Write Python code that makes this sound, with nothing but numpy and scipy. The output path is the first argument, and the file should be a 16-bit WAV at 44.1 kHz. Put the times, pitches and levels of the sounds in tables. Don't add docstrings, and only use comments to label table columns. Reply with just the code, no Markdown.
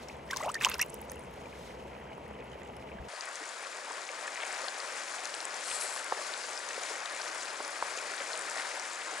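import sys
import numpy as np
from scipy import signal
from scipy.fft import rfft, irfft, next_fast_len
from scipy.io import wavfile
from scipy.ndimage import uniform_filter1d

SR = 44100
rng = np.random.default_rng(int(sys.argv[2]) if len(sys.argv) > 2 else 0)


def master(y):
    cut = np.clip(np.atleast_2d(y).T, -1, 1)
    pcm = np.round(cut * 32767)
    wavfile.write(sys.argv[1], SR, pcm.astype(np.int16))


N = 405719
TIME_S = np.arange(N) / SR
SPLASH_PAN_DB, BANK_PAN_DB = 0.9, 8
PLOP_T60_S, PLOP_CYCLES = 0.014, 17.0


# start_s, t60_s, level_db
TAIL_SLAPS = [(.085, 0.053, -52), (0.304, 0.16, -41.5), (.333, .17, -48), (.365, 0.27, -44),
              (.398, 0.12, -44), (.425, .12, -44), (.448, 0.086, -46), (.487, 0.13, -44),
              (0.542, 0.079, -43.5), (.6, .1, -44), (.61, 0.2, -34.5), (0.645, 0.077, -25),
              (.684, 0.18, -37.5), (.712, .074, -38), (0.737, 0.057, -36), (0.791, 0.058, -36),
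              (.812, .039, -39), (0.824, 0.042, -41)]
# frequency_hz, relative_db
SLOSH_SPECTRUM = [(350, -21), (600, -9), (1040, 1), (1430, -3), (2700, -1), (4250, -7), (6170, -9.5),
                  (9700, -16), (12000, -7), (15000, -12), (16200, -9)]
def tail_slaps():
    power, rise_s = np.zeros(N), 0.0052
    for start_s, t60_s, level_db in TAIL_SLAPS:
        age_s = TIME_S - start_s
        rise = np.clip(age_s / rise_s, 0, 1)
        power += (rise * from_db(level_db - 60 * np.abs(age_s - rise_s) / t60_s)) ** 2
    crackle = water(SLOSH_SPECTRUM, SPLASH_STEREO, 2500, spread_db=5.5, cycles=10, share=0.86, patchy_db=2)
    churn = babble(0.28, 0.93, count=400, low_hz=904, high_hz=6000, level_db=-5, pan_db=SPLASH_PAN_DB)
    return np.sqrt(power) * (crackle + churn)


# start_s, length_s, start_hz, end_hz, glide_exponent, fade_db, level_db
SPLASH_BUBBLES = [(0.095, 0.0092, 1990, 2920, 1.3, 9, -38), (0.302, 0.021, 1830, 2180, 1.1, 10, -33),
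                  (0.321, 0.033, 1020, 1130, 1.3, 9, -35.5), (0.331, 0.012, 1530, 1440, 0.9, 19, -23),
                  (0.361, 0.013, 983, 1030, 1.2, 5, -33), (.401, .012, 1940, 2190, 1.3, 8, -40),
                  (.403, 0.015, 800, 1300, 1.2, 3, -31), (.426, 0.039, 575, 1160, 1.75, 7, -32),
                  (.427, .012, 2020, 1930, 1.2, 13, -28.5), (0.436, 0.0069, 1250, 1300, 1.2, 2, -34),
                  (0.457, 0.027, 620, 1400, 1.34, -1, -36), (0.459, 0.047, 560, 1395, 1.53, 1, -31),
                  (.483, 0.014, 2510, 3300, 1.7, 2, -39), (0.54, 0.012, 1900, 1800, 1.2, 14, -34),
                  (0.553, 0.047, 1800, 4840, 3.4, 28, -28), (.610, 0.008, 1820, 1900, 1.2, 14, -27),
                  (.611, .0077, 2650, 2730, 1.2, 20, -23.5), (0.634, 0.0071, 1010, 1250, 1.4, 8, -31),
                  (0.64, 0.0036, 3200, 3360, 1.2, 8, -21), (0.641, 0.0021, 2250, 2300, 1.2, 12, -13.5),
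                  (0.6475, 0.0028, 2750, 2960, 1.2, 19, -3.5), (0.653, .0052, 2640, 2900, 1.2, 10, -31),
                  (0.654, 0.0063, 890, 850, 1.2, 11, -26), (0.662, 0.0095, 950, 1140, 1.3, -3.5, -24),
                  (0.668, .03, 850, 1200, 1.2, 6, -39.5), (.714, 0.023, 2710, 2600, 1.2, 18, -36),
                  (0.737, 0.01, 2820, 2800, 1.2, 12, -31.5), (0.755, 0.0057, 1500, 1290, 1.3, 15, -32),
                  (0.785, 0.014, 950, 1080, 1.2, 6, -41), (0.7946, 0.018, 1590, 2400, 1.1, 10, -25.5),
                  (0.815, 0.028, 2550, 3010, 0.6, 28, -21), (0.828, 0.0068, 2100, 2400, 1.2, 15, -26)]
def splash_bubbles():
    return bubbles([(*row, SPLASH_PAN_DB) for row in SPLASH_BUBBLES])


# start_s, level_db, pitch_hz
LOUD_DROPS = [(.085, -34.5, 5600), (.307, -46, 7900), (.3112, -25, 5530), (.332, -33, 7460),
              (.362, -26, 4850), (.367, -28, 13000), (.3701, -21, 5800), (.381, -36, 9000),
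              (.398, -36, 6300), (.412, -40, 10900), (.418, -36, 7740), (.435, -33, 7450),
              (.446, -38, 7000), (.459, -33.5, 9600), (.499, -36, 5900), (.4908, -33, 12100),
              (.5168, -30, 8100), (.542, -28, 9400), (.5437, -22.5, 4580), (.552, -30.5, 5750),
              (.6225, -33, 6700), (.634, -20, 3800), (.637, -28, 8000), (.647, -11.5, 6000),
              (.655, -19, 5560), (.6862, -22.5, 6460), (.697, -20.5, 11600), (.7148, -29, 4570),
              (.7418, -21.5, 5140), (.752, -36, 11500), (.782, -31, 12000), (.7931, -22, 5000),
              (.813, -17.5, 5800), (.816, -13, 12020), (.8255, -20, 5830), (.826, -31, 10500),
              (.848, -39, 13000), (.862, -34, 13000), (.884, -44, 10500), (.8964, -38, 7500),
              (.901, -33, 10000), (.922, -55, 6500), (.9418, -30, 9400), (.932, -44, 5500),
              (.942, -34, 13500), (.951, -41, 5800), (.962, -46, 9000), (.9885, -49, 8140),
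              (1.005, -48, 7000), (1.0145, -36, 14000), (1.04, -48, 11000), (1.0818, -50, 7720),
              (1.0144, -33.5, 11300), (1.0152, -46, 7900), (1.05, -46, 11700), (1.097, -32, 6300),
              (1.107, -41, 9000), (1.1165, -33.5, 9200), (1.117, -28, 13000), (1.118, -43, 5100),
              (1.133, -45, 7000), (1.143, -49, 6500), (1.194, -41, 9700), (1.158, -43, 10600),
              (1.208, -47, 8700), (1.229, -50, 10000), (1.248, -49, 10000), (1.237, -47, 8460),
              (1.31, -47, 13000), (1.338, -45, 11500)]
# start_s, level_db, pitch_hz
NET_DRIPS = [(1.5533, -52, 10810), (1.5878, -51, 11410), (1.8371, -52, 9320), (1.9991, -59, 10450),
             (2.0405, -56, 6570), (2.0731, -52, 4070), (2.1303, -51, 2960), (2.1773, -53, 10830),
             (2.2412, -59, 8740), (2.2802, -53, 10490), (2.3091, -56, 7190), (2.3436, -58, 7620),
             (2.3899, -55, 4800), (2.4417, -52, 9890), (2.4986, -53, 6820), (2.5163, -53, 6880),
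             (2.529, -56, 7340), (2.5426, -48, 3050), (2.59, -55, 5560), (2.5977, -54, 10860),
             (2.6145, -58, 10820), (2.6324, -48, 7020), (2.6497, -48, 7290), (2.6746, -52, 7150),
             (2.6881, -55, 6660), (2.7274, -60, 10990), (2.766, -49, 5450), (2.7664, -45, 10500),
             (2.8863, -54, 4090), (3.0528, -51, 6610)]
def drops():
    shower = patter(0.24, 1.5, count=170, low_hz=5000, high_hz=14100,
                    level_db=-56.5, spread_db=4.5, fall_db=10)
    rings = scatter(LOUD_DROPS + shower + NET_DRIPS, t60_s=0.013, pan_db=-1.5, wander_db=5.5)
    crack_db, crack_hz, crack_t60_s = -7, 14000, 0.0041
    cracks = [(s, db + crack_db, crack_hz, crack_t60_s, pan_db) for s, db, _, _, pan_db in rings]
    return hits(rings, rise_cycles=4, noisy=0.63) + hits(cracks, rise_cycles=8, noisy=3)


# time_s, rush_db, spray_db
RIFFLE_LEVELS = [(3.09, -45, -49.5), (3.25, -42.5, -48.5), (3.7, -43, -48), (3.84, -43, -48.5),
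                 (3.9, -41, -46.5), (4.05, -43.5, -47.5), (4.2, -41, -46.5), (4.3, -41.5, -47),
                 (4.4, -40.5, -47), (4.6, -39, -43), (4.75, -40.5, -46.5), (5.0, -40.5, -43.5),
                 (5.45, -41.5, -46), (5.7, -40.5, -42), (6.05, -40, -44.5), (6.2, -40.5, -43),
                 (6.62, -41.5, -43.5), (6.92, -38.5, -42), (7.02, -41.5, -47), (7.15, -40, -43.5),
                 (7.9, -40, -44.5), (8.2, -39, -43.5), (8.45, -40.5, -44.5), (8.6, -38, -41.5),
                 (8.9, -40.5, -45.5), (9.2, -38.5, -44)]
# time_s, gain_db
RIFFLE_BASS = [(3.09, -2), (3.9, 1.5), (4.2, -0.5), (4.6, -0.5), (5.1, 0), (5.8, 0.5), (6.2, 0), (6.4, 1),
               (6.68, -1), (6.78, 2), (6.9, -1.5), (7.3, -0.5), (7.6, 0), (8.0, -0.5), (8.4, 0.5),
               (8.8, -2), (9.2, -0.5)]
# frequency_hz, relative_db
RUSH_SPECTRUM = [(24, -76), (40, -53), (167, -26.5), (355, -11.5), (403, -10), (561, -3), (699, -4.5),
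                 (824, -5), (1590, -3), (2430, -8), (2920, -16), (3200, -15), (4160, -19.5), (7040, -120)]
SPRAY_SPECTRUM = [(2300, -17), (2700, -3), (3300, -5.5), (4800, -0.5), (6000, -2), (7600, 0), (8600, -5.5),
                  (10000, -5.5), (11200, -6.5), (12000, -47)]
def riffle():
    rush_db, spray_db = in_time(RIFFLE_LEVELS)
    bass_db, = in_time(RIFFLE_BASS)
    rush = water(RUSH_SPECTRUM, RIVER_STEREO, 1200, spread_db=2, cycles=7.6, share=0.33, patchy_db=2)
    spray = water(SPRAY_SPECTRUM, RIVER_STEREO, 2500, spread_db=5, cycles=8.1, share=0.53, patchy_db=2.5)
    bass = signal.sosfiltfilt(signal.butter(2, 700, fs=SR, output="sos"), rush)
    rush = rush + (from_db(bass_db) - 1) * bass
    return from_db(rush_db) * rush + from_db(spray_db) * spray


# start_s, level_db, pitch_hz
RIFFLE_PLOPS = [(3.1326, -32, 616), (3.1617, -39, 1900), (3.2221, -36, 1540), (3.2466, -31, 1990),
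                (3.2764, -29, 1880), (3.2962, -32, 1400), (3.385, -35, 1250), (3.3994, -31, 800),
                (3.404, -36, 327), (3.415, -39, 404), (3.625, -31, 800), (3.6592, -30, 1520),
                (3.7276, -33, 2430), (3.8, -35, 1220), (3.8696, -27.5, 860), (3.9, -36, 403),
                (3.9063, -24, 980), (3.9508, -30, 1450), (3.98, -30, 1000), (4.0893, -27, 2247),
                (4.0966, -32, 506), (4.2768, -25.5, 1750), (4.357, -29, 2000), (4.3728, -24, 2020),
                (4.403, -31, 2880), (4.412, -31, 3077), (4.418, -34, 3380), (4.4229, -28, 2673),
                (4.4325, -23, 2200), (4.4305, -26.5, 617), (4.4508, -31, 2350), (4.457, -29, 1400),
                (4.5053, -30, 1740), (4.5922, -28, 805), (4.586, -31, 1500), (4.604, -31, 1300),
                (4.637, -33, 530), (4.9652, -27, 2260), (5.0785, -31, 2350), (5.1326, -30, 694),
                (5.1838, -36, 2540), (5.3396, -28, 2960), (5.5831, -34, 2070), (5.7123, -24, 2500),
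                (5.8214, -28, 2280), (5.8415, -29, 580), (5.96, -24, 1100), (5.975, -27, 1700),
                (6.129, -27, 1200), (6.138, -32, 720), (6.168, -33, 446), (6.173, -24, 876),
                (6.188, -31, 620), (6.198, -31, 620), (6.209, -32, 636), (6.213, -29, 1100),
                (6.7058, -25.5, 1840), (6.7426, -32, 2520), (6.775, -28, 540), (6.8336, -29, 2330),
                (6.9056, -33, 450), (6.9537, -33, 2190), (7.075, -31, 2420), (7.162, -29, 2330),
                (7.4737, -30, 1030), (7.9702, -30, 517), (7.9852, -26.5, 2382), (8.2017, -24, 2010),
                (8.2028, -28, 560), (8.2303, -31, 1990), (8.3017, -34, 2360), (8.3339, -36, 420),
                (8.3381, -26, 1000), (8.3531, -27, 2590), (8.5628, -29, 664), (8.5804, -26, 1940),
                (8.5972, -27, 2090), (8.7127, -27, 1960), (8.7368, -32, 543), (8.7702, -28, 760),
                (9.0166, -31, 2680), (9.1281, -36, 450)]
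def gurgle():
    rush_db, _ = in_time(RIFFLE_LEVELS)
    swell = from_db(rush_db - np.median(rush_db))
    faint = babble(3.1, 9.1, count=600, low_hz=648.5, high_hz=2400, level_db=-50.5, pan_db=13)
    bursts = scatter(RIFFLE_PLOPS, PLOP_T60_S, pan_db=3.5, wander_db=1, cycles=PLOP_CYCLES)
    plops = hits(bursts, rise_cycles=3.1, noisy=0.69)
    return signal.sosfilt(signal.butter(4, 230, "high", fs=SR, output="sos"), swell * faint + plops)


# start_s, level_db, pitch_hz
LINE_TICKS = [(3.2549, -28.5, 8400), (3.3586, -33, 7300), (3.4553, -32, 7190), (3.4902, -29, 6860),
              (3.5673, -34, 7020), (4.45, -29, 7000), (4.4647, -30, 7040), (4.4785, -32, 6500),
              (4.5265, -27, 7580), (4.5897, -29, 5300), (4.605, -33, 4500), (4.6163, -28, 7010),
              (5.2353, -30, 7710), (5.246, -30, 6000), (5.2535, -31, 9400), (5.2538, -23, 6300),
              (5.254, -27, 4300), (5.3397, -25, 3970), (5.3428, -26, 7600), (5.349, -29, 8500),
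              (5.4034, -21, 4470), (6.3373, -21, 3670), (6.575, -24, 5000), (6.591, -27, 8190),
              (6.6877, -23.5, 6270), (6.7638, -35, 8170), (6.8339, -25, 6950), (6.9602, -33, 7950),
              (7.0552, -28, 7250), (7.0573, -23, 3700), (7.0955, -27, 4350), (7.123, -30, 8550),
              (7.1487, -31, 7780), (7.163, -29, 6820), (7.2135, -26, 4300), (7.2183, -26, 5670),
              (7.24, -33, 7300), (7.2785, -28, 5420), (7.347, -30, 8770), (7.4308, -27, 6830),
              (7.5027, -25, 4280), (7.6268, -29, 7600), (7.6782, -27, 10000), (7.7067, -32, 9690),
              (7.974, -27, 6800), (8.1789, -24, 4200), (8.3321, -23, 4230), (8.3602, -28, 8010),
              (8.3747, -25, 8040), (8.3915, -24, 8000), (8.4119, -28, 8100), (8.4975, -25, 7600),
              (8.5093, -28, 5370), (8.796, -25, 5790), (8.9324, -29, 7580), (9.1118, -29, 6200)]
def line_ticks():
    faint = patter(3.1, 9.15, count=60, low_hz=4050, high_hz=8050, level_db=-39, spread_db=7, fall_db=-2)
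    taps = scatter(LINE_TICKS + faint, t60_s=0.011, pan_db=BANK_PAN_DB, wander_db=1.5)
    return hits(taps, rise_cycles=6.1, noisy=1.1)


# time_s, clicks_per_s, level_db, main_pitch_hz, high_ring_relative_db
REEL_RATCHET = [(5.63, 160, -38, 7500, -4), (5.68, 220, -27.5, 8300, -8), (5.74, 320, -29.5, 8500, -8),
                (5.755, 350, -25, 7600, -6), (5.79, 310, -37, 7900, -2), (5.81, 470, -32, 8100, 3),
                (5.835, 440, -31, 8000, 2), (5.845, 250, -29, 7900, -5), (5.9, 180, -30.5, 7900, -5),
                (5.95, 130, -29.5, 7850, -2), (6.0, 63, -31, 7800, -6), (6.06, 54, -29, 7800, -5)]
def reel_ratchet():
    clicks_per_s, level_db, main_hz, high_db = in_time(REEL_RATCHET)
    moving = (TIME_S > REEL_RATCHET[0][0]) * (TIME_S < REEL_RATCHET[-1][0])
    click_count = np.cumsum(moving * clicks_per_s * from_db(0.3 * drift(60))) / SR
    onsets = np.flatnonzero(np.diff(np.floor(click_count)))
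    high_hz, low_hz, low_db, t60_s = 10500, 4240, -7, 0.009
    slips = []
    for i, chances in zip(onsets, rng.standard_normal((400, 3))):
        for ring_db, hz, chance in zip((0, high_db[i], low_db), (main_hz[i], high_hz, low_hz), chances):
            click_db = level_db[i] + ring_db + 1.1 * chance
            slips.append((TIME_S[i], click_db, hz * (1 + 0.02 * chance), t60_s, BANK_PAN_DB))
    return hits(slips, rise_cycles=5.4, noisy=0.56)


# start_s, level_db, pan_db, grip_pitch_ratio
ROD_BLOWS = [(6.1224, -11, -1, 0.93), (7.6025, -19, 0, 0.71), (7.8245, -14, .5, 1.075)]
# pitch_hz, relative_db, t60_s
BUTT_MODES = [(600, -6.5, 0.024), (950, 12, 0.006), (1166, -15, 0.026), (1970, -13.5, 0.019)]
def rod_knocks():
    modes = [(start_s, level_db + mode_db, hz * ratio, t60_s, pan_db)
             for start_s, level_db, pan_db, ratio in ROD_BLOWS for hz, mode_db, t60_s in BUTT_MODES]
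    ringing = hits(modes, rise_cycles=1.83, noisy=0)
    return signal.sosfilt(signal.butter(2, [300, 3000], "band", fs=SR, output="sos"), ringing)


# start_s, level_db, pitch_hz
LOW_THUMPS = [(2.998, -35, 63), (3.061, -49, 123), (5.71, -60, 90), (6.115, -62.5, 70), (7.822, -66, 72),
              (8.10, -66, 77)]
def thumps(cycles=8.5, pan_db=3):
    rings = [(start_s, level_db, hz, cycles / hz, pan_db) for start_s, level_db, hz in LOW_THUMPS]
    return hits(rings, rise_cycles=0.35, noisy=0.22)


# start_s, level_db, pitch_hz
SMALL_BURSTS = [(0.94, -47, 2910), (1.0254, -43, 2280), (1.0588, -50, 2830), (1.1181, -36.5, 1840),
                (1.1522, -46, 2650), (1.1685, -44, 2780), (1.4559, -42, 2340), (1.5265, -39, 2230),
                (1.5384, -43, 1740), (1.5519, -40, 2130), (1.6734, -42, 2150), (1.7002, -45, 2110),
                (1.7364, -44, 1580), (1.9312, -42, 2510), (1.9498, -44, 2480), (1.9669, -46, 1300),
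                (2.131, -43, 2950), (2.1782, -38, 936), (2.2628, -45, 1930), (2.2887, -44, 1970),
                (2.35, -45, 3030), (2.3894, -46, 2850), (2.5165, -46, 3080), (2.5314, -42, 2970),
                (2.6171, -39, 2030), (2.6321, -39, 2050), (2.6588, -45, 2840), (2.7673, -46, 3010),
                (2.825, -46, 2370), (2.8894, -42, 2250), (2.9166, -42, 2360), (2.985, -38, 1650)]
def trickle():
    faint = babble(0, 3, count=300, low_hz=1300, high_hz=2740, level_db=-55, pan_db=-1)
    bursts = scatter(SMALL_BURSTS, PLOP_T60_S, pan_db=0, wander_db=8, cycles=PLOP_CYCLES)
    return faint + hits(bursts, rise_cycles=3, noisy=0.3)


# frequency_hz, relative_db
STREAM_SPECTRUM = [(18, -48), (30, -27), (42, -22), (60, -23), (215, -4.5), (321, -9.5), (458, -2.5),
                   (668, -5.5), (726, -7.5), (915, -5.5), (1100, -13), (1830, -21), (1950, -15.5),
                   (2660, -20.5), (3220, -22.5), (4500, -90), (5850, -81), (9900, -120)]
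FOAM_SPECTRUM = [(2500, -12), (3500, -7.5), (5000, -11), (7000, -14.5), (10000, -18.5), (12000, -13),
                 (13000, -23), (16500, -23)]
# time_s, level_db
FOAM_LEVELS = [(0.0, -58.5), (0.26, -64.5), (0.39, -56), (0.55, -63), (0.77, -58), (0.9, -62), (1.2, -65.5),
               (1.38, -61.5), (1.63, -57.5), (2.05, -66), (2.4, -66.5), (2.65, -64.5), (2.85, -66.5),
               (3.08, -64)]
def stream():
    foam_db, = in_time(FOAM_LEVELS)
    flow = water(STREAM_SPECTRUM, SHALLOWS_STEREO, 1500, spread_db=6, cycles=5.4, share=0.37, patchy_db=1)
    foam = water(FOAM_SPECTRUM, SHALLOWS_STEREO, 500, spread_db=5.5, cycles=9, share=0.19, patchy_db=4)
    return from_db(-46) * flow + from_db(foam_db) * foam


# pitch_hz, width_hz, level_db
ROAD_BANDS = [(65.7, 14.5, -57), (132, 27, -60.5), (202.6, 9.3, -64.5)]
def road_hum(side_db=-26):
    hum = np.zeros((2, N))
    for hz, width_hz, level_db in ROAD_BANDS:
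        band = resonance(rng.standard_normal((2, N)), hz, width_hz)
        hum += from_db(level_db) * rms_one(resonance(band, hz, 3 * width_hz))
    mid, side = hum
    return mid + from_db(side_db) * side * [[1], [-1]]


def water(spectrum, stereo, per_s, spread_db, cycles, share, patchy_db):
    low_hz, high_hz = spectrum[0][0], spectrum[-1][0]
    pitches = np.geomspace(max(low_hz, 250), high_hz, 16)
    born = rng.random(N) < per_s * from_db(patchy_db * drift(7)) / SR
    strength = from_db(spread_db * np.minimum(rng.exponential(1, N), 3.2))
    clicks = born * strength * rng.choice([-1, 1], N)
    pitch_index = rng.integers(0, len(pitches), N)
    grains = np.zeros(N)
    for k, hz in enumerate(pitches):
        patches = from_db(patchy_db * drift(8.2))
        grains += patches * resonance(clicks * (pitch_index == k) + 1e-18, hz, 1.17 * hz / cycles)
    size = next_fast_len(N)
    hz = np.arange(size // 2 + 1) * SR / size
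    grains = rfft(grains, size)
    grains /= np.sqrt(uniform_filter1d(np.abs(grains) ** 2, size=4001) / N + 1e-20)
    noise = rng.standard_normal((3, N)) * from_db(0.42 * patchy_db * drift(20))
    direct, *diffuse = rfft(noise, size)
    grain_share = share * (hz > pitches[0])
    direct = np.sqrt(1 - grain_share) * direct + np.sqrt(grain_share) * grains
    coherence, pan_db = at_hz(stereo, hz), at_hz(stereo, hz, column=2)
    field = np.sqrt(coherence) * direct + np.sqrt(1 - coherence) * np.array(diffuse)
    field *= from_db([pan_db / 2, -pan_db / 2])
    colour = from_db(at_hz(spectrum, hz)) * (hz > low_hz) * (hz < high_hz)
    return rms_one(irfft(field * colour, size)[:, :N])


def bubbles(rows):
    out = np.zeros((2, N))
    shake_db, waver = 1.9 * drift(220), 0.038 * drift(190)
    for start_s, length_s, start_hz, end_hz, glide, fade_db, level_db, pan_db in rows:
        progress = np.arange(round(length_s * SR)) / (length_s * SR)
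        span = slice(round(start_s * SR), round(start_s * SR) + len(progress))
        hz = start_hz * (end_hz / start_hz) ** (progress ** glide) * (1 + waver[span])
        edges = np.minimum(progress * length_s / 0.0013, 1) * np.minimum((1 - progress) / 0.056, 1)
        envelope = edges * from_db(level_db - fade_db * progress + shake_db[span])
        out[:, span] += sides(pan_db) * envelope * np.sin(2 * np.pi * np.cumsum(hz) / SR)
    return out


def hits(rows, rise_cycles, noisy):
    out, size = np.zeros((2, N + SR)), round(SR * max(row[3] for row in rows))
    t, noise = np.arange(size) / SR, rng.standard_normal((len(rows), size))
    for (start_s, level_db, hz, t60_s, pan_db), burst in zip(rows, noise):
        fade = from_db(-60 * t / t60_s)
        burst = resonance(resonance(burst, hz, 0.61 * hz), hz, 0.61 * hz)
        burst *= np.linalg.norm(fade) / np.linalg.norm(fade * burst)
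        tone = np.sin(2 * np.pi * hz * t) + noisy * burst
        tone /= np.sqrt(1 + 4 * noisy ** 2)
        rise = np.sin(np.pi / 2 * np.minimum(t * hz / rise_cycles, 1)) ** 2
        i = round(start_s * SR)
        out[:, i:i + size] += sides(pan_db) * rise * from_db(level_db) * fade * tone
    return out[:, :N]


def babble(start_s, end_s, count, low_hz, high_hz, level_db, pan_db):
    rows, cycles, glide, fade_db = [], 13.5, 1.5, 12
    for when, pitch, rise, loud in rng.random((count, 4)):
        onset_s = start_s + (end_s - start_s) * when
        hz = low_hz * (high_hz / low_hz) ** pitch
        db = level_db - 3.24 * np.log(1 - 0.9 * loud)
        rows.append((onset_s, cycles / hz, hz, hz * (1.077 + 0.53 * rise), glide, fade_db, db, pan_db))
    return bubbles(rows)


def patter(start_s, end_s, count, low_hz, high_hz, level_db, spread_db, fall_db):
    when, pitch, loud = rng.random((count, 3)).T
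    db = level_db - spread_db * np.log(1 - 0.95 * loud) - fall_db * when
    return list(zip(start_s + (end_s - start_s) * when, db, low_hz * (high_hz / low_hz) ** pitch))


def scatter(rows, t60_s, pan_db, wander_db, cycles=0):
    return [(s, db, hz, t60_s + cycles / hz, pan_db + wander_db * rng.standard_normal())
            for s, db, hz in rows]


def resonance(x, hz, width_hz):
    r = np.exp(-np.pi * width_hz / SR)
    feedback = [1, -2 * r * np.cos(2 * np.pi * hz / SR), r * r]
    return signal.lfilter(np.array([1, 0, -1]) * (1 - r * r) / 2, feedback, x)


def drift(rate_hz, step=40):
    r = np.exp(-2 * np.pi * rate_hz * step / SR)
    slow = signal.lfilter([1], [1, -2 * r, r * r], rng.standard_normal(N // step + 2002))[2000:]
    return np.interp(np.arange(N) / step, np.arange(len(slow)), rms_one(slow))


def from_db(db):
    return 10 ** (np.asarray(db) / 20)


def rms_one(x):
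    return x / np.sqrt(np.mean(x ** 2) + 1e-20)


def in_time(rows):
    time_s, *columns = np.transpose(rows)
    return [np.interp(TIME_S, time_s, column) for column in columns]


def at_hz(rows, hz, column=1):
    table = np.array(rows)
    return np.interp(np.log(hz + 1), np.log(table[:, 0] + 1), table[:, column])


def sides(pan_db):
    return from_db([[pan_db / 2], [-pan_db / 2]])


def arrive(x, stereo):
    size = next_fast_len(N + 2000)
    turn = np.exp(0.5j * at_hz(stereo, np.arange(size // 2 + 1) * SR / size, column=3))
    return irfft(rfft(x, size) * [turn, 1 / turn], size)[:, :N]


# frequency_hz, coherence, pan_db, left_lead_rad
SPLASH_STEREO = [(100, .98, 0, 0), (550, .85, 2, -.6), (950, .9, -2.5, 0), (2000, .99, 0, 0),
                 (3300, .9, .5, -.6), (4500, .6, -.5, -1.1), (6000, .85, -1, .3), (8400, .8, 0, -.7),
                 (13000, .97, 0, -3.1)]
SHALLOWS_STEREO = [(100, .95, 0, 0), (400, .9, 1, -.4), (800, .72, .5, -1.4), (1100, .4, 5, -1.4),
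                   (1400, .25, 3.5, -.2), (2000, .93, 0, .1), (3300, .75, -.5, -1.3), (3800, .4, 2, .2),
                   (4500, .5, -.5, -1.7), (5800, .7, 3, .2), (6800, .97, 0, 0), (9500, .75, 0, -1.3),
                   (13000, .97, 0, -3.1)]
RIVER_STEREO = [(80, .78, 2, 0), (200, .87, .6, -.3), (550, .97, 1.6, -.5), (1000, .92, 3.2, -.75),
                (1600, .91, 5.3, -.95), (2300, .88, 5.3, -.75), (3000, .78, 5.3, -.4),
                (5000, .81, 7.6, -.3), (7500, .85, 5, .3), (11000, .6, 6.5, 1.4)]
def scene(change_s=3.084, crossfade_s=0.0026, river_top_hz=11050):
    background = stream() + road_hum()
    splash = splash_bubbles() + tail_slaps() + drops()
    shallows = arrive(splash, SPLASH_STEREO) + arrive(background + trickle(), SHALLOWS_STEREO)
    bank = arrive(riffle() + gurgle() + line_ticks() + rod_knocks() + reel_ratchet(), RIVER_STEREO)
    bank = signal.sosfilt(signal.ellip(12, 0.5, 45, river_top_hz, fs=SR, output="sos"), bank)
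    at_bank = np.clip((TIME_S - change_s) / crossfade_s + 0.5, 0, 1)
    return (1 - at_bank) * shallows + at_bank * bank + thumps()


def record(dry):
    return signal.sosfilt(signal.ellip(12, 0.5, 70, 16000, fs=SR, output="sos"), dry)


dry = scene()
out = record(dry)
master(out)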